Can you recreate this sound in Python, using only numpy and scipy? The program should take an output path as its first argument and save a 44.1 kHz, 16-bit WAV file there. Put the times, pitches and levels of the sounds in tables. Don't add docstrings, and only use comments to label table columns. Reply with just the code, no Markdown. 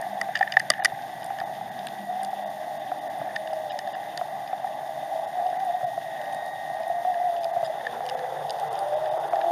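import sys
import numpy as np
from scipy import signal
from scipy.fft import rfft, irfft
from scipy.io import wavfile
from scipy.ndimage import uniform_filter1d

SR = 44100
rng = np.random.default_rng(int(sys.argv[2]) if len(sys.argv) > 2 else 0)


def bounce(signal):
    frames = np.transpose(np.atleast_2d(signal))
    limited = np.clip(frames, -1, 1)
    pcm = np.round(limited * 32767).astype(np.int16)
    wavfile.write(sys.argv[1], SR, pcm)


def gain_from_db(level_db):
    decades = np.asarray(level_db, float) / 20
    return 10 ** decades


N = 419391
SECONDS = np.arange(N) / SR


def rms_one(x):
    return x / np.sqrt(np.mean(x ** 2) + 1e-20)


def in_time(rows):
    s, *columns = np.transpose(rows)
    return [np.interp(SECONDS, s, column) for column in columns]


def drift(rate_hz):
    every = 40
    r = np.exp(-2 * np.pi * rate_hz * every / SR)
    noise = rng.standard_normal(N // every + 2002)
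    slow = signal.lfilter([1], [1, -2 * r, r * r], noise)[2000:]
    return np.interp(np.arange(N) / every, np.arange(len(slow)), rms_one(slow))


def colour(x, points):
    hz, db = np.transpose(points)
    grid = np.maximum(np.fft.rfftfreq(N, 1 / SR), 1)
    octaves_below = np.maximum(np.log2(hz[0] / grid), 0)
    octaves_above = np.maximum(np.log2(grid / hz[-1]), 0)
    gain_db = np.interp(np.log(grid), np.log(hz), db) - 36 * (octaves_below + octaves_above)
    return rms_one(irfft(rfft(x) * gain_from_db(gain_db), N))


def resonance(x, hz, width_hz):
    r = np.exp(-np.pi * width_hz / SR)
    poles = [1, -2 * r * np.cos(2 * np.pi * hz / SR), r * r]
    return signal.lfilter((1 - r * r) / 2 * np.array([1, 0, -1]), poles, x)


def grains(per_s, spread_db):
    sizes = gain_from_db(spread_db * np.minimum(rng.exponential(1, N), 5)) * rng.choice([-1, 1], N)
    return rms_one(sizes * (rng.random(N) < per_s / SR))


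def tone(hz, level_db):
    cycles = np.cumsum(hz * np.ones(N)) / SR + rng.random()
    return np.sqrt(2) * gain_from_db(level_db) * np.sin(2 * np.pi * cycles)


def bump(at_s, width_s):
    return np.exp(-((SECONDS - at_s) / width_s) ** 2)


def haul(lag_s):
    haul_s, rise_s = 7.92, 0.35
    return 1 / (1 + np.exp((haul_s + lag_s - SECONDS) / rise_s))


# pitch_hz, width_hz, level_db
CAVITY_MODES = [(650, 990, -9), (716.5, 163, 15)]
PLATE_MODES = [(1200, 200, -27), (1560, 260, -19), (1810, 195, 0), (2050, 350, -26)]
SHELL_MODES = [(2440, 290, -4), (2990, 500, 0.5), (3650, 420, -1)]
LENS_MODES = [(4400, 240, -19), (4960, 500, 3), (5500, 400, -15), (6250, 600, -9), (7500, 600, -16)]
PORT_MODES = [(7950, 590, -4.5), (9110, 480, -0.5), (11200, 790, -8), (12860, 760, -23), (13800, 1600, -21)]
MOUNT_MODES = [(130, 67, 2), (553, 140, -19)]
FRAME_MODES = [(273, 120, -16), (600, 126, -2), (1190, 106, -5)]
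CONTACT_MS = [0.77, 2.2, 1.5, 1.47, 2, 4.2, 3.9]
SNAP = [10.4, 84, 0.67, 4.4, 7, 7.9, 21]
LOADING = [0.63, 2.1, 0.69, 20, 7.2, 0.98, 11]
CAVITY, PLATE, SHELL, LENS, PORT, MOUNT, FRAME = range(7)
RING_SIZE = 2048


def strike(part, peak_db, chance, stretch=1, colour_db=(0,) * 5, widen=1):
    modes = [CAVITY_MODES, PLATE_MODES, SHELL_MODES, LENS_MODES, PORT_MODES, MOUNT_MODES, FRAME_MODES][part]
    ms = np.arange(len(chance)) / SR * 1000
    push = chance * np.exp(-(ms / CONTACT_MS[part]) ** 2)
    push[0] = SNAP[part] * np.sign(chance[0])
    ring = 0
    for j, (hz, width, db) in enumerate(modes):
        hz, width = hz * stretch, width * widen
        swell = resonance(resonance(push, hz, width), hz, 1.53 * width)
        uneven_db = db + colour_db[j] + 2.0 * chance[-1 - j]
        ring = ring + gain_from_db(uneven_db) * resonance(swell, hz, LOADING[part] * width)
    return gain_from_db(peak_db) * ring / np.max(np.abs(ring))


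# start_s, level_db
FLOW = [(0.0, -29.5), (0.72, -37), (1.43, -31.5), (1.75, -34.5), (2.41, -32.5), (5.64, -31), (6.04, -35.5),
        (6.25, -30.5), (7.23, -33.5), (7.55, -31), (7.92, -32), (8.87, -28.5), (9.51, -26)]
# start_s, level_db
SWAYS = [(0.3, 7), (0.95, 4), (1.6, 10), (3.2, 6), (4.2, 4.5), (4.9, 3.5), (5.951, 3.5), (6.7, 3.5),
         (7.6, 2), (8.3, 7), (8.9, 7.5)]
# pitch_hz, level_db
RUSH = [(380, -30), (500, -31), (590, -5.5), (680, 2), (790, 6), (880, -6.5), (980, -19), (1180, -18.5),
        (1330, -39)]
PLATE_RUSH = [(1250, -39), (1500, -1), (1750, 5.5), (1900, 0.5), (2020, 2.5), (2150, -8), (2400, -11)]
WASH = [(22, -21), (60, -19), (85, -18.5), (110, -2.5), (150, 4.5), (190, -8)]
FIZZ = [(2100, -23), (2600, -5), (3200, -3), (3650, 4), (3850, -8.5), (4050, -32), (5000, -17.5),
        (6500, -34)]


def water(ease):
    cavity_db = in_time(FLOW)[0] - 2.0
    wash_db = -62.5 + sum(db * bump(s, 0.43) for s, db in SWAYS)
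    plate_db = -52 + 7.5 * bump(0.55, 0.39)
    crackle_db = -56.5 + 2.5 * haul(0)
    white = rng.standard_normal((4, N))
    specks = grains(per_s=540, spread_db=-0.5)

    cavity_push = white[0] + 0.39 * grains(per_s=120, spread_db=-1.5)
    cavity = colour(cavity_push, RUSH) * gain_from_db(cavity_db + 0.84 * drift(3.4))
    plate_push = white[1] + 0.3 * specks + 0.49 * grains(per_s=40, spread_db=0.5)
    plate = colour(plate_push, PLATE_RUSH) * gain_from_db(plate_db + 1.8 * drift(5.5))
    wash = colour(white[2], WASH) * gain_from_db(wash_db + 1.3 * drift(6.6))
    crackle = colour(white[3] + 0.56 * specks, FIZZ) * gain_from_db(crackle_db + 2.0 * drift(25.0))
    port = sum(gain_from_db(db) * resonance(specks, hz, width) for hz, width, db in PORT_MODES + LENS_MODES)
    return ease * cavity + plate + wash + crackle + gain_from_db(crackle_db - 12.0) * rms_one(port)


# start_s, pitch_hz, level_db
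STRUM = [(1.9, 667, -84), (2.1, 719.6, -30.5), (2.3, 794.5, -35), (2.4, 620, -41), (3.3, 627.8, -46.5),
         (3.43, 645, -33), (3.58, 640, -31), (3.66, 607, -36), (3.8, 600, -40.5), (3.95, 600, -48.5),
         (5.1, 646.7, -41), (5.17, 652, -31), (5.27, 660, -33), (5.33, 680, -51), (5.37, 735, -26.5),
         (5.42, 700, -25), (5.47, 725, -28), (5.53, 725, -35), (5.63, 765, -26), (5.67, 740, -30),
         (5.7, 695, -28), (5.75, 735, -26), (5.8, 745, -29.5), (5.86, 705, -27.5), (5.9, 655, -37),
         (5.95, 691, -54), (6.12, 650, -38), (6.3, 591, -37), (6.45, 600, -47), (6.65, 641.2, -50),
         (6.82, 645, -33.5), (6.9, 710, -33.5), (6.99, 692, -30), (7.04, 705, -32.5), (7.09, 745, -22),
         (7.13, 700, -29), (7.2, 690, -26), (7.27, 715, -27), (7.32, 685, -28), (7.42, 685, -30.5),
         (7.5, 660, -32.5), (7.56, 700, -26), (7.63, 650, -32), (7.7, 640, -36.5), (9.21, 670, -33.5),
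         (9.27, 640, -38.5), (9.4, 645, -33.5), (9.51, 700, -22)]
# start_s, pitch_hz, level_db
SLACK = [
    (7.78, 585, -43),
    (7.869, 495, -46.5),
    (8.15, 506, -34.5),
    (8.45, 522, -39.5),
    (8.649, 580.4, -44.5),
    (8.901, 600, -31),
    (8.999, 640, -26),
    (9.101, 620, -29.5),
]


def line_strum():
    hz, level_db = in_time(sorted(STRUM + SLACK))
    phase = 2 * np.pi * np.cumsum(hz + 8.0 * drift(14)) / SR
    fray = 0.3 + 0.007 * np.maximum(662 - hz, 0)
    steady = 2.5 + drift(35.0) + fray * drift(54.0)
    slipping = drift(25.0) + fray * drift(47.0)
    wave = steady * np.cos(phase) + slipping * np.sin(phase)
    return gain_from_db(level_db) * rms_one(wave / np.sqrt(1 + fray ** 2))


# start_s, thump_db, click_db, place
KNOCKS = [(0.213, -14.5, -25, 1.1), (0.3527, -14.5, -20.5, -0.33), (0.3566, -21, -25, 0.7),
          (0.368, -27, -34, 0.16), (0.363, -22, -29, -0.35), (0.3728, -28, -28, 0.25),
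          (0.3905, -29, -30, 1.1), (0.4096, -15.5, -30, -0.36), (0.427, -10.5, -30, 0.087),
          (0.475, -21, -33, -0.14), (0.5215, -25, -19, 0.41), (0.5384, -23.5, -35, 0.4),
          (0.5684, -2.5, -19, -0.13), (0.5962, -22, -22, 1.36), (0.6, -17.5, -33, 0.1),
          (0.7018, -10.5, -3.5, 1.15), (0.716, -23, -32, 0.12), (0.736, -23, -29, -0.22),
          (0.8213, -26, -29, -0.71), (0.8473, -9.5, -7.5, 1.23), (0.8502, -19, -16, 1.6),
          (0.8535, -12, -21, 0.74), (0.8556, -11.5, -16, 0.79)]
# start_s, thump_db, click_db, place
RAPS = [(1.386, -28, -34, 0.15), (1.401, -26.5, -31, 0.52), (1.7902, -41, -35.5, 0.27),
        (1.869, -32, -24, -0.57), (1.885, -45, -33.5, 0.11), (3.3589, -28, -31, 0.29),
        (3.362, -19.5, -27, 0.48), (3.4732, -34, -33, -0.0008), (3.7066, -36, -26, 0.14),
        (3.7896, -27.5, -25, 0.9), (3.874, -32, -38, 0.15), (3.9496, -27, -29, 0.23),
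        (4.1748, -26.5, -24, 0.84), (7.1419, -32, -38, -0.14), (7.6585, -34, -28, 0.69),
        (7.867, -18.5, -30, 0.28), (8.0887, -44, -26, 0.05), (8.0967, -39, -26.5, 0.6),
        (8.191, -34, -36.5, 0.067), (8.4955, -41, -27.5, 0.38), (8.5058, -42, -23, 0.93),
        (9.0574, -35, -38, 0.18), (9.357, -31.5, -37, 0.5), (9.413, -29.5, -32, -0.25)]
# start_s, click_db, place
CLICKS = [(0.014, -29.5, 2.85), (0.8363, -26, 1.76), (1.2433, -25, 3.2), (1.262, -37, 2.1),
          (2.2326, -28, 2.7), (2.2478, -31, 1.6), (3.533, -38, 1.3), (6.3465, -35, 2.4), (6.4622, -37, 2.7),
          (7.4437, -31, 0.79), (7.6519, -24, 1.5), (8.0637, -33, 0.89), (8.598, -35, 0.83),
          (8.7289, -34, 2.8), (8.7904, -32, 1.8)]


def knocks():
    out = np.zeros(N + RING_SIZE)
    thrash_end_s = KNOCKS[-1][0]
    clicks = [(s, db, place, 7.5) for s, _, db, place in KNOCKS + RAPS]
    clicks += [(s, db, place, 3.5) for s, db, place in CLICKS]
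    for s, click_db, place, loss_db in clicks:
        chance = rng.standard_normal((3, RING_SIZE))
        light = s > thrash_end_s
        for k, part in enumerate([SHELL, LENS, PORT]):
            tilt_db = 3.5 * np.arange(5) * (light and part == SHELL)
            peak_db = click_db - loss_db * (k - place) ** 2
            out[round(s * SR):][:RING_SIZE] += strike(part, peak_db, chance[k], 0.98, tilt_db, 1.4 ** light)
    for s, thump_db, _, place in KNOCKS + RAPS:
        stretch = 1 + 0.055 * place - 0.044 * (s > thrash_end_s)
        side_modes_db = 9.5 * abs(place) * np.array([1, 1, 0, 1])
        chance = rng.standard_normal(RING_SIZE)
        out[round(s * SR):][:RING_SIZE] += strike(PLATE, thump_db, chance, stretch, side_modes_db)
    return out[:N]


COUPLING_DB = [-4, 0, -15.5, -19.5, -4.5, -7.5, 0.5]
# start_s, peak_db, pitch_hz
TUGS = [(0.288, -14.5, 730), (0.4092, -7, 790), (0.568, -8.5, 790), (0.701, -13, 650), (0.791, -19, 740),
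        (0.801, -17, 770), (0.823, -20, 776), (0.855, -20, 795), (0.92, -17.5, 773), (1.304, -18, 785),
        (1.414, -16, 772), (1.496, -20, 775), (1.566, -21, 745), (1.611, -20, 783), (2.33, -16.5, 775),
        (2.917, -13, 752), (3.215, -17, 674), (3.251, -22, 717), (3.274, -16.5, 737), (3.529, -14.5, 767),
        (3.872, -19.5, 710), (4.213, -13, 723), (4.53, -14.5, 770), (4.596, -22, 772), (4.644, -13, 778),
        (4.708, -22, 668), (5.027, -26, 665), (5.157, -19, 687), (5.215, -28, 696), (5.324, -34, 780),
        (5.376, -19, 765), (5.527, -15.5, 724), (5.612, -37, 740), (5.69, -31, 720), (5.811, -18, 740),
        (5.829, -19, 640), (5.977, -14.5, 707), (6.7, -17.5, 713), (6.802, -19.5, 680), (6.857, -24, 655),
        (6.899, -14, 713), (7.049, -15.5, 712), (7.186, -26, 704), (7.454, -16, 686), (7.564, -13, 704),
        (7.629, -11.5, 680), (7.697, -20.5, 645), (7.749, -21, 710), (8.006, -18.5, 706),
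        (8.151, -16.5, 740), (8.388, -34, 789), (8.593, -17.5, 789), (8.767, -22, 796), (9.172, -21, 650),
        (9.262, -31, 744), (9.333, -7.5, 692), (9.443, -13, 742)]


def tugs():
    out = np.zeros(N + RING_SIZE)
    for s, peak_db, hz in TUGS:
        chance = rng.standard_normal(RING_SIZE)
        stretch = hz / 727
        out[round(s * SR):][:RING_SIZE] += strike(CAVITY, peak_db + COUPLING_DB[CAVITY], chance, stretch)
    return out[:N]


def easing():
    gain, size = np.ones(N), 1024
    lead_s, width_s = 0.0051, 0.0082
    around_s = np.arange(-size, size) / SR
    dip = 1 - 0.12 * np.exp(-((around_s + lead_s) / width_s) ** 2)
    for s, _, _ in TUGS:
        gain[round(s * SR) - size:][:2 * size] *= dip
    return gain


# start_s, peak_db
BUMPS = [(0.006, -35), (0.0235, -29.5), (0.752, -32), (0.773, -33), (0.78, -33), (0.7985, -29),
         (3.073, -37), (3.291, -32.5), (3.365, -27), (4.03, -35), (4.516, -38), (4.673, -35), (5.084, -40),
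         (7.808, -32), (7.85, -30)]
# start_s, peak_db
GRIT = [(1.8692, -24.5), (2.0545, -40), (2.0682, -37), (2.1086, -47), (2.807, -48), (3.186, -36),
        (3.9584, -48), (5.2759, -52), (5.2864, -42), (5.65, -36), (6.324, -40.5), (6.3315, -35),
        (6.3634, -43), (6.6149, -42), (6.7002, -39), (6.7403, -42), (6.8018, -39), (6.8638, -46),
        (6.8799, -33.5), (8.708, -55), (8.8854, -37)]
# start_s, peak_db
THUDS = [(0.7, -37), (0.851, -56), (0.928, -31), (3.201, -32), (5.829, -32), (7.566, -34), (7.628, -32),
         (9.12, -35)]
# start_s, peak_db
TICKS = [(1.021, -26), (1.22, -27), (1.23, -20.5), (1.566, -33), (1.986, -27), (0.59, -22), (6.257, -27),
         (1.551, -24), (2.86, -41), (3.7, -20), (3.719, -21), (4.475, -20), (5.466, -25), (5.5, -25),
         (5.601, -24), (6.214, -24), (6.325, -23), (6.832, -24), (7.364, -23.5), (7.433, -20), (8.054, -23),
         (8.586, -26), (8.754, -20)]
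# start_s, peak_db
JOLTS = [(0.213, -29.5), (7.52, -42), (7.564, -38), (8.109, -31), (0.569, -27), (0.7014, -15.5),
         (0.846, -21.5), (7.868, -30)]


def light_contacts():
    out = np.zeros(N + RING_SIZE)
    contacts = [(PLATE, BUMPS), (PORT, GRIT), (MOUNT, THUDS), (SHELL, TICKS), (LENS, TICKS), (FRAME, JOLTS)]
    for part, table in contacts:
        for s, peak_db in table:
            chance = rng.standard_normal(RING_SIZE)
            out[round(s * SR):][:RING_SIZE] += strike(part, peak_db + COUPLING_DB[part], chance)
    return out[:N]


# pitch_hz, level_db
MURMUR = [(190, -0.3), (260, -0.99), (330, -0.64)]
ROAR = [(330, -3), (420, 2), (520, 3.5), (900, 8), (1150, -5), (1400, -4), (1650, -4.5)]


def wake():
    white = rng.standard_normal((2, N))
    murmur_db = -57 - 0.5 * (SECONDS - 4) + 4.5 * haul(0.84)
    roar_db = -51 + 12 * haul(0)
    murmur = colour(white[0], MURMUR) * gain_from_db(murmur_db + 1.7 * drift(1.6))
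    return murmur + colour(white[1], ROAR) * gain_from_db(roar_db + 2.74 * drift(19.0))


# start_s, pitch_hz, depth_db
CANCEL = [
    (7.75, 320, 2),
    (8.1, 308, -6),
    (8.6, 264, -14),
    (8.9, 235, -19),
    (9.51, 235.5, -6),
]


def surface_echo(x):
    at, centre_hz, depth_db = np.transpose(CANCEL)
    start = round(at[0] * SR)
    hz, s, lines = signal.stft(x[start:], SR, nperseg=4096)
    octaves = np.log2((hz[:, None] + 1) / np.interp(s + at[0], at, centre_hz))
    gain_db = np.interp(s + at[0], at, depth_db) * np.exp(-(octaves / 0.21) ** 2)
    cut = signal.istft(lines * gain_from_db(gain_db), SR, nperseg=4096)[1]
    return np.concatenate([x[:start], cut])[:N]


# start_s, pitch_hz, level_db
EDDY = [(1.3, 248.5, -75), (1.55, 236, -60), (2.05, 228, -56), (2.3, 270, -84), (2.65, 305, -63),
        (3.1, 289, -62), (3.45, 325, -59.5), (3.8, 322, -66), (7.7, 222.6, -76), (7.95, 226.4, -59),
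        (8.15, 240.6, -60.5), (8.3, 302.2, -73), (8.45, 455, -46), (8.8, 453, -54), (9.0, 384, -59),
        (9.3, 342, -61), (9.51, 346, -47.5)]


def eddy():
    hz, level_db = in_time(EDDY)
    return tone(hz + 4.0 * drift(4.0), level_db + 4.0 * drift(9.0))


def port_song():
    hz, width_hz = 9450, 510
    gusts = rng.standard_normal(N) * gain_from_db(7.4 * drift(5.5))
    push = gusts + 1.3 * grains(per_s=21, spread_db=2.5)
    return gain_from_db(-72.5) * rms_one(resonance(resonance(push, hz, width_hz), hz, width_hz))


# start_s, pitch_hz, level_db
GEARS = [(0, 1855, -58), (1, 1858, -55), (3.5, 1866, -53), (4.6, 1868, -58), (5.3, 1872, -54),
         (6.2, 1868, -45.5), (6.95, 1864, -45.5), (7.2, 1862, -53), (7.5, 1858, -56), (7.85, 1842, -57),
         (9.51, 1838, -61)]
# above_mesh_hz, level_db
SIDE_LINES = [(70, 0), (141, -3), (182, -8)]
# start_s, pitch_hz, level_db
HUM = [(0, 197, -51.5), (1.6, 197, -60), (1.9, 197, -50), (2.45, 200, -48), (2.6, 201, -60.5),
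       (4.7, 199, -58.5), (5, 200, -83), (9.51, 200, -105)]
# multiple_of_hum, level_db
HUM_ORDERS = [(0.251, -79.5), (0.75, -66.5)]


def boat():
    mesh_hz, mesh_db = in_time(GEARS)
    side_db = -56.5 + 0.18 * (mesh_db + 47)
    out = tone(mesh_hz + 0.77 * drift(2.1), mesh_db + 1.2 * drift(2.1))
    for above_hz, db in SIDE_LINES:
        out += tone(mesh_hz + above_hz + 1.424 * drift(1.284), side_db + db + 2.5 * drift(3.0))
    out += tone(2 * mesh_hz + 1.5 * drift(2.1), mesh_db - 18 + 2.5 * drift(2.0))
    hum_hz, hum_db = in_time(HUM)
    for multiple, db in HUM_ORDERS:
        out += tone(multiple * hum_hz, db + 0.59 * drift(0.62))
    return out + tone(hum_hz + 1.5 * drift(4.0), hum_db - 3 + 3.5 * drift(6.0))


# pitch_hz, level_db
HISS = [(3500, 7), (5000, 4), (7000, 1.5), (7550, -0.5), (8400, 0.5), (9200, 5), (9900, 1), (13000, 0),
        (15300, 1)]
# pitch_hz, level_db
WHISTLES = [(6575, -73.5), (9299, -85)]
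# ripple_order, level_db
CLOCK_SIDES = [(-4, -16), (-3, -15), (-2, -10), (-1, -5), (0, 0), (1, -6), (2, -14)]


def circuits():
    clock_hz, ripple_hz = 13150, 50
    clock = sum(gain_from_db(db) * np.sin(2 * np.pi * (clock_hz + k * ripple_hz) * SECONDS) for k, db in CLOCK_SIDES)
    clock_db = -64.5 - 10 * SECONDS / SECONDS[-1]
    hiss = gain_from_db(-55.5 + 0.9 * drift(16.0)) * colour(rng.standard_normal(N), HISS)
    return hiss + sum(tone(hz, db) for hz, db in WHISTLES) + gain_from_db(clock_db) * clock


# start_s, length_s
SMEARED = [
    (3.706, .024),
    (3.942, .026),
    (7.656, .03),
]
SMEAR_KEPT_HZ = [1650, 1900, 2850, 3250, 3550, 3850, 5000, 7000]


def smear(x):
    out = x.copy()
    for s, length_s in SMEARED:
        size = round(length_s * SR)
        at = round(s * SR) - size // 2
        window = signal.windows.tukey(size, 0.4)
        hz, lines = np.fft.rfftfreq(size, 1 / SR), rfft(x[at:at + size] * window)
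        treble = hz > 1400
        away_hz = np.abs(hz[:, None] - SMEAR_KEPT_HZ).min(axis=1)
        kept = np.where(away_hz < 130, 1, 0.25)
        any_phase = np.exp(2j * np.pi * rng.random(len(hz)))
        scattered = 1.1 * np.abs(lines) * treble * kept * any_phase
        out[at:at + size] += irfft(scattered, size) * window - irfft(lines * treble, size)
    return out


STARVED = [1.449, 1.704, 2.449, 2.49, 2.788, 3.003, 3.09, 5.264, 5.584, 5.858, 7.399, 7.523, 8.161, 8.697,
           8.955, 9.102, 9.19, 9.297]
# start_s, length_s, loss_db
DRAINED = [(0.79, 0.0072, 3), (2.3, 0.0116, -1), (0.71, 0.0082, 8), (0.819, 0.031, 16)]


def starve(x):
    hz = np.fft.rfftfreq(N, 1 / SR)
    treble = irfft(rfft(x) / (1 + (2300 / (hz + 1)) ** 8), N)
    out = x.copy()
    for s, length_s, loss_db in [(s, 0.016, 3) for s in STARVED] + DRAINED:
        size = round(1.5 * length_s * SR)
        at = round(s * SR) - size // 2
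        window = signal.windows.tukey(size, np.clip(0.019 / (2.3 * length_s), 0, 1))
        lines = rfft(treble[at:at + size] * window)
        needed = np.interp(np.fft.rfftfreq(size, 1 / SR), [2500, 6500], [1.3, 2.1])
        weak = np.abs(lines) < needed * uniform_filter1d(np.abs(lines), size=25)
        out[at:at + size] -= (1 - gain_from_db(-12 - loss_db)) * irfft(lines * weak, size) * np.sqrt(window)
    return out


# pitch_hz, level_db
KEPT = [(4000, -16), (7000, -7), (12500, -8), (14000, -1), (14950, 3), (15100, 14), (15900, 15),
        (16300, 30)]


def ragged_top(x):
    hz, s, lines = signal.stft(x, SR, nperseg=1024)
    hiss = np.median(np.abs(lines[(hz > 13500) & (hz < 14130)]))
    strict_db = np.interp(s * SR, np.arange(N), 2.2 * drift(2.5))
    needed = hiss * gain_from_db(np.interp(hz, *np.transpose(KEPT), left=-99)[:, None] + strict_db)
    return signal.istft(lines * (np.abs(lines) > needed), SR, nperseg=1024)[1][:N]


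def scene():
    ease = easing()
    flow = surface_echo(water(ease) + wake())
    contacts = knocks() + tugs() + light_contacts()
    return (flow + ease * line_strum() + contacts + eddy() + port_song() + boat())[None]


def top_cut(x):
    return signal.sosfilt(signal.butter(12, 16340, fs=SR, output="sos"), x)


def record(dry):
    x = dry[0] + circuits()
    notch_hz, width_hz = 7893, 540
    for _ in range(2):
        x = signal.lfilter(*signal.iirnotch(notch_hz, notch_hz / width_hz, SR), x)
    x = 1.4 * np.tanh(x / 1.4)
    mix = ragged_top(starve(smear(x)))[None]
    return top_cut(mix)


dry = scene()
out = record(dry)
bounce(out)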